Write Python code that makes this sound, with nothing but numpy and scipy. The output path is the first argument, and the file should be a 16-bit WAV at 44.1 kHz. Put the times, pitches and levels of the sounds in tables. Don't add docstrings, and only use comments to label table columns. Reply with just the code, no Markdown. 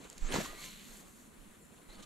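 import sys
import numpy as np
from scipy import signal
from scipy.fft import rfft, irfft, next_fast_len
from scipy.io import wavfile
from scipy.ndimage import uniform_filter1d, map_coordinates

SR = 44100
rng = np.random.default_rng(int(sys.argv[2]) if len(sys.argv) > 2 else 0)


def invert_db(x):
    u = np.asarray(x, float) / 20
    return 10 ** u


def generate_wav(signal):
    frames = np.transpose(np.atleast_2d(signal))
    scaled = np.clip(frames, -1, 1) * 32767
    pcm = np.round(scaled).astype(np.int16)
    wavfile.write(sys.argv[1], SR, pcm)


N = 90404

# (frequency [Hz], left minus right [dB])
NEAR_LEAN = [(60, -1), (180, 0.5), (550, -0.5), (1650, -1), (4970, -2), (15000, 4)]
FAR_LEAN = [(60, 1), (180, -3), (550, -3.5), (1650, 1.5), (4970, -1.5), (15000, 8.5)]
# (frequency [Hz], correlation [0-1])
NEAR_ALIKE = [(60, 0.88), (180, 0.46), (550, 0.55), (1650, 0.55), (4970, 0.85), (15000, 0.3)]


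def unit(x):
    return x / np.sqrt(np.mean(x ** 2) + 1e-20)


def along(points, hz):
    f, value = np.transpose(points)
    return np.interp(np.log(hz + 1), np.log(f + 1), value)


def curves(rows, fade_s=0.14):
    s, *columns = np.transpose(rows)
    t = np.arange(N) / SR
    gate = np.interp(t, [s[0] - fade_s, s[0], s[-1], s[-1] + fade_s], [0, 1, 1, 0])
    return [gate] + [np.interp(t, s, column) for column in columns]


def wobble(rate):
    knots = rng.standard_normal(int(N * rate / SR) + 4)
    return map_coordinates(knots, [np.arange(N) * rate / SR])


def filtered(x, response):
    m = next_fast_len(N + SR // 2)
    return irfft(rfft(x, m) * response(np.fft.rfftfreq(m, 1 / SR)), m)[..., :N]


def led(x):
    # (frequency [Hz], phase by which the left port leads [rad])
    lead = [(60, 0.61), (190, -1.03), (400, -0.51), (600, -1.27), (1100, -0.86), (2800, -0.54),
            (4900, 0.45), (8000, -0.23), (12000, -0.5)]
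    half = np.array([[1], [-1]]) / 2
    return filtered(x, lambda hz: np.exp(1j * half * along(lead, hz)))


def panned(lean_db):
    return invert_db(np.array([[lean_db], [-lean_db]]) / 2)


def ports(pair, gain, alike, lean):
    def mix(hz):
        angle = np.arccos(np.clip(along(alike, hz), -1, 1)) / 2
        return gain(hz) * np.array([np.cos(angle), np.sin(angle)])

    mid, side = filtered(pair, mix)
    half = np.array([[1], [-1]]) / 2
    leaning = filtered(np.array([mid + side, mid - side]), lambda hz: invert_db(half * along(lean, hz)))
    return unit(led(leaning))


def patchy(patchy_db):
    z = signal.stft(rng.standard_normal((2, N)), nperseg=256)[2]
    field = uniform_filter1d(rng.standard_normal(z.shape[1:]), size=4, axis=0)
    field = uniform_filter1d(field, size=8, axis=1)
    return signal.istft(z * invert_db(patchy_db * unit(field)), nperseg=256)[1][:, :N]


def grainy(per_s, share, spread_db=5):
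    size = invert_db(spread_db * rng.uniform(-1.56, 1, N))
    clicks = (rng.random(N) < per_s / SR) * size * rng.standard_normal((2, N))
    return share * unit(clicks) + (1 - share) * patchy(patchy_db=1.5)


def sung(rows, width_hz, multiple=1, steady=0):
    gate, hz, level_db = curves(rows, fade_s=0.037)
    phase = 2 * np.pi * multiple * np.cumsum(hz) / SR
    in_phase = (steady + wobble(width_hz)) * np.cos(phase)
    quadrature = wobble(width_hz) * np.sin(phase)
    return gate * invert_db(level_db) * unit(in_phase + quadrature)


def thumps(rows, rise_cycles):
    out = np.zeros((2, N + SR))
    t = np.arange(SR // 2) / SR
    for s, db, hz, t60, lean_db in rows:
        swing = np.sin(2 * np.pi * hz * t) * invert_db(-60 * t / t60) * (1 - np.exp(-t * hz / rise_cycles))
        out[:, round(s * SR):][:, :len(t)] -= invert_db(db) * swing / np.abs(swing).max() * panned(lean_db)
    return out[:, :N]


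def countryside():
    # (frequency [Hz], density [dB per Hz])
    far = [(240, -33), (400, -0.5), (903, -10), (975, -6), (1980, -10.5), (2230, -11.5), (4810, -21),
           (10200, -13.5), (15700, -29)]
    hum_spectrum = [(12, -30), (20, -5.5), (41, -7), (124, -13), (151, -6.5), (214, -4.5), (361, -11.5),
                    (450, -14), (580, -43), (990, -120)]
    # (frequency [Hz], correlation [0-1])
    far_alike = [(60, 0.81), (180, 0.64), (550, 0.3), (1650, 0.28), (4970, 0.5), (15000, 0.4)]
    hiss = ports(patchy(patchy_db=1.4), lambda hz: invert_db(along(far, hz)) * (hz > 400), far_alike, FAR_LEAN)
    hum = ports(patchy(patchy_db=1.0), lambda hz: invert_db(along(hum_spectrum, hz)) * (hz < 400) * (hz > 14),
                far_alike, FAR_LEAN)
    return invert_db(-62.5 + 0.075 * wobble(5.0)) * hiss + invert_db(-61.5 + 0.15 * wobble(5.9)) * hum


def cloth():
    # (start [s], length [s], level [dB])
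    rubs = [(0, 0.078, -56.5), (0.072, 0.079, -59.5), (0.486, 0.22, -59), (0.858, 0.26, -62),
            (1.31, 0.27, -67.5), (1.68, 0.17, -68), (1.885, 0.092, -58), (1.968, 0.083, -57)]
    # (frequency [Hz], density [dB per Hz])
    fabric = [(180, -22), (300, 1), (527, -3.5), (1230, -8), (4110, -14.5), (5300, -20), (7200, -18),
              (11700, -28), (15700, -73)]
    # start [s], length [s], level [dB]
    last_rub = (2.023, 0.022, -58)
    t = np.arange(N) / SR

    def swell(start, length, db):
        return invert_db(db) * np.sin(np.pi * np.clip((t - start) / length, 0, 1)) ** 0.3

    def scuff_band(hz):
        return 1 / (1 + (2400 / (hz + 1)) ** 6) / (1 + (hz / 7000) ** 4)

    rub = ports(grainy(3500, 0.27), lambda hz: invert_db(along(fabric, hz)), NEAR_ALIKE, FAR_LEAN)
    scuff = ports(grainy(1800, 0.42), scuff_band, NEAR_ALIKE, FAR_LEAN)
    return sum(swell(*row) for row in rubs) * invert_db(1.5 * wobble(58)) * rub + swell(*last_rub) * scuff


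def singing_guides():
    # (start [s], end [s], start pitch [Hz], end pitch [Hz], level [dB])
    singing = [(0, .22, 7400, 7200, -73), (0, .22, 6400, 6500, -72), (.58, .7, 2100, 2300, -60),
               (1.62, 1.78, 7300, 7400, -77), (.6, .76, 4400, 3950, -63), (.62, .8, 2900, 3000, -66),
               (1.9, 1.96, 2000, 2050, -67), (1.91, 1.96, 4000, 4500, -66), (1.99, 2.04, 1250, 1200, -64)]
    out = np.zeros(N)
    for start, end, hz, end_hz, db in singing:
        width_hz = 0.11 * hz * (hz > 1500) + 40
        out = out + sung([(start, hz, db), (end, end_hz, db - 3.5)], width_hz)
    return out * panned(0.75)


def knocks():
    # (time [s], peak level [dB], pitch [Hz], t60 [s], left minus right [dB])
    flexes = [(.002, -45.5, 281, 0.039, -5), (.3433, -26.5, 504, 0.014, -5), (.3421, -29.5, 840, 0.014, -5),
              (.371, -37, 460, 0.04, -10), (.385, -32.5, 356, 0.025, 7), (.303, -38, 380, 0.066, 1),
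              (.316, -43, 280, 0.03, -3), (0.53, -44, 635, 0.024, 0), (.361, -34, 940, 0.084, -5),
              (.36, -36.5, 290, 0.018, 6), (.3845, -29, 202, 0.054, -1), (.403, -32, 640, 0.038, 1),
              (.458, -37.5, 1080, 0.025, 2), (.545, -50.5, 408, 0.057, -3), (.03, -50, 184, .08, -4.5),
              (.05, -50.5, 457, 0.03, -7)]
    return thumps(flexes, rise_cycles=0.18)


def ticks():
    # (time [s], peak level [dB], own pitch [Hz])
    clicks = [(0.045, -41, 2200), (0.1, -30, 5600), (0.129, -36, 7700), (0.1784, -38, 2590),
              (0.1812, -30.5, 10070), (0.2127, -48, 4200), (0.323, -22.5, 3220), (0.3233, -25.5, 4300),
              (0.3364, -39, 11100), (.3414, -25, 1600), (0.3468, -24, 1700), (0.3477, -34, 6000),
              (0.3588, -27, 6700), (0.3667, -36, 1700), (0.381, -43, 3900), (0.39, -40, 11900),
              (0.409, -36, 6300), (.452, -35, 4800), (0.461, -38, 7400), (0.559, -40, 9000),
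              (0.9713, -38, 7840), (1.0811, -42.5, 7800), (1.907, -53, 4100), (1.9335, -45, 4504),
              (1.955, -43, 4107), (2.027, -40, 3100), (2.0312, -40, 2840), (2.0405, -43, 3280)]
    # (frequency [Hz], level [dB])
    modes = [(3100, -6), (4400, -7), (7000, 1), (10500, -5)]
    ring_t60_s, crack_t60_s, rise_s = 0.0035, 0.006, 0.00033
    out = np.zeros((2, N + SR))
    t = np.arange(SR // 20) / SR
    for s, db, hz in clicks:
        ring = invert_db(3) * np.sin(2 * np.pi * hz * t)
        for f, level in modes:
            ring += invert_db(level + 2.5 * rng.standard_normal()) * np.sin(2 * np.pi * f * t)
        crack = 1.5 * uniform_filter1d(np.diff(rng.standard_normal(len(t) + 1)), size=2)
        tick = ring * invert_db(-60 * t / ring_t60_s) + crack * invert_db(-60 * t / crack_t60_s)
        tick *= 1 - np.exp(-t / rise_s)
        out[:, round(s * SR):][:, :len(t)] += invert_db(db - 5.0) * tick * panned(-2.8)
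    return filtered(out[:, :N], lambda hz: 1 / (1 + (hz / 9500) ** 4))


def bumps():
    # (time [s], peak level [dB], pitch [Hz], t60 [s], left minus right [dB])
    inward = [(.174, -48.5, 22, 0.92, 4), (.218, -30, 20.8, 0.25, -11.5), (.33, -61, 30, 0.45, 0),
              (.49, -48.5, 17.7, 0.32, -4), (.6, -56.5, 25, 1, 5), (.89, -56, 28.5, 0.33, -10),
              (1.385, -54, 31.2, 0.19, -12), (1.47, -57, 12, 0.16, -3)]
    outward = [(.335, -47, 43, 0.11, -4), (1.885, -48, 29.1, 0.19, -5), (1.965, -50.5, 18, 0.25, -2)]
    left, right = thumps(inward, rise_cycles=0.27) - thumps(outward, rise_cycles=0.16)
    lag_s = 0.0044
    return np.array([np.roll(left, round(lag_s * SR)), right])


def swish():
    # (time [s], air rush level [dB], brightness [dB])
    swing = [
        (.2, -60.5, 1.5),
        (.25, -52, -2),
        (.29, -51, -5.5),
        (.315, -44, -2.5),
        (.345, -35.5, -0.5),
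        (.39, -39.5, -1),
        (.425, -44.5, -0.5),
        (.462, -46, 1.5),
        (.5, -61, -7.5),
    ]
    # (frequency [Hz], density [dB per Hz])
    rush = [(53, -6.5), (90, -14), (192, -5), (800, -13), (1030, -12), (1600, -9.5), (6910, -18.5),
            (11900, -43), (15700, -43)]
    split_hz = 2600
    gate, level_db, tilt_db = curves(swing)
    dull = ports(grainy(1500, 0.36, spread_db=6.0),
                 lambda hz: invert_db(along(rush, hz)) / (1 + (hz / split_hz) ** 2), NEAR_ALIKE, NEAR_LEAN)
    bright = ports(grainy(2400, 0.3),
                   lambda hz: invert_db(along(rush, hz)) / (1 + (split_hz / (hz + 1)) ** 2), NEAR_ALIKE, NEAR_LEAN)
    flutter = invert_db(wobble(71.4))
    return gate * invert_db(level_db) * flutter * (invert_db(-tilt_db) * dull + invert_db(-5.0 + tilt_db) * bright)


def whistle():
    # (time [s], pitch [Hz], level [dB])
    line = [(.225, 7700, -65), (.255, 7200, -60), (.28, 7750, -60), (.3, 8800, -53), (.316, 9750, -55),
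            (.335, 10300, -59)]
    undertone = [(.25, 6100, -64), (.275, 6640, -55), (.295, 7360, -67)]
    return (sung(line, width_hz=1000) + sung(undertone, width_hz=1000)) * panned(0.75)


def payout():
    # (time [s], level [dB], thinness [dB])
    running = [
        (.325, -52.5, 6.5),
        (.46, -51, 1),
        (.55, -56, 0),
        (.645, -50.5, 0.5),
        (.69, -55, 0),
        (.8, -56, -1),
        (.98, -59.5, 3.5),
        (1.05, -68.5, 5.5),
        (1.27, -68, 4),
    ]
    # (frequency [Hz], density [dB per Hz])
    guides = [(410, -11), (700, -10), (2120, 2.5), (5330, -6), (7290, -8), (11800, -12), (15700, -25.5)]
    # (frequency [Hz], width [Hz], level over the hiss [dB])
    spool = [(4360, 1000, -0.5), (6800, 1700, -3), (12000, 1600, 0.5)]
    split_hz, slaps_per_s, slap_share = 5200, 2500, 0.49

    def body(f):
        ringing = sum(invert_db(db) * 1j * f * w / (c * c - f * f + 1j * f * w) for c, w, db in spool)
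        return invert_db(along(guides, f)) * (1 + ringing)

    gate, level_db, tilt_db = curves(running, fade_s=0.015)
    low = ports(grainy(slaps_per_s, slap_share),
                lambda f: body(f) / (1 + (f / split_hz) ** 6), NEAR_ALIKE, NEAR_LEAN)
    high = ports(grainy(slaps_per_s, slap_share),
                 lambda f: body(f) / (1 + (split_hz / (f + 1)) ** 6), NEAR_ALIKE, NEAR_LEAN)
    level = invert_db(level_db + wobble(26.9))
    return gate * level * (invert_db(-2.5 - tilt_db) * low + invert_db(-3.5 + tilt_db) * high)


def tip_hum():
    # (time [s], pitch [Hz], level [dB])
    tip_notes = [
        [(.47, 1190, -62), (.52, 1245, -60), (.6, 1185, -64)],
        [(.46, 1880, -62), (.54, 1960, -62), (.6, 1900, -63)],
        [(.6, 1080, -67), (.68, 1020, -68)],
    ]
    return sum(sung(note, width_hz=30, steady=1.5) for note in tip_notes) * panned(0.75)


def drone():
    # (time [s], pitch [Hz], level [dB])
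    wavering = [(.5, 216, -75), (.68, 169.4, -60), (.76, 190, -64), (.87, 225, -59), (.97, 194.1, -63),
                (1.1, 200.3, -71), (1.22, 244.8, -65), (1.35, 214.8, -68.5), (1.52, 214.7, -67.5),
                (1.65, 179.9, -64), (1.8, 225.2, -75), (1.9, 201.1, -73), (2.0, 228.5, -55)]
    shared = sung(wavering, width_hz=75)
    separate = np.array([sung(wavering, width_hz=75) for port in "LR"])
    return invert_db(-3) * (shared + separate)


def whir():
    # (time [s], pitch [Hz], level [dB])
    spin = [
        (.636, 4400, -65),
        (.652, 3700, -60),
        (.668, 3150, -64),
    ]
    overtone = sung(spin, width_hz=1000, multiple=1.8)
    return (sung(spin, width_hz=1000) + invert_db(3.0) * overtone) * panned(0.75)


def scene():
    air = countryside() + drone()
    tones = singing_guides() + whistle() + tip_hum() + whir()
    tackle = led(tones + knocks() + ticks())
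    return air + cloth() + tackle + bumps() + swish() + payout()


def band_limit(x):
    return signal.sosfilt(signal.butter(12, 16000, fs=SR, output="sos"), x)


def record(dry):
    # (frequency [Hz], gain [dB])
    housing = [(2500, 0), (4300, 2.5), (4900, -2.5), (5700, -0.5), (7300, 4), (9300, 0), (12200, 1),
               (13600, 0), (15700, 0)]
    top_hz = 15750
    mix = filtered(dry, lambda hz: invert_db(along(housing, hz)) * (hz < top_hz))
    return band_limit(mix)


dry = scene()
out = record(dry)
generate_wav(out)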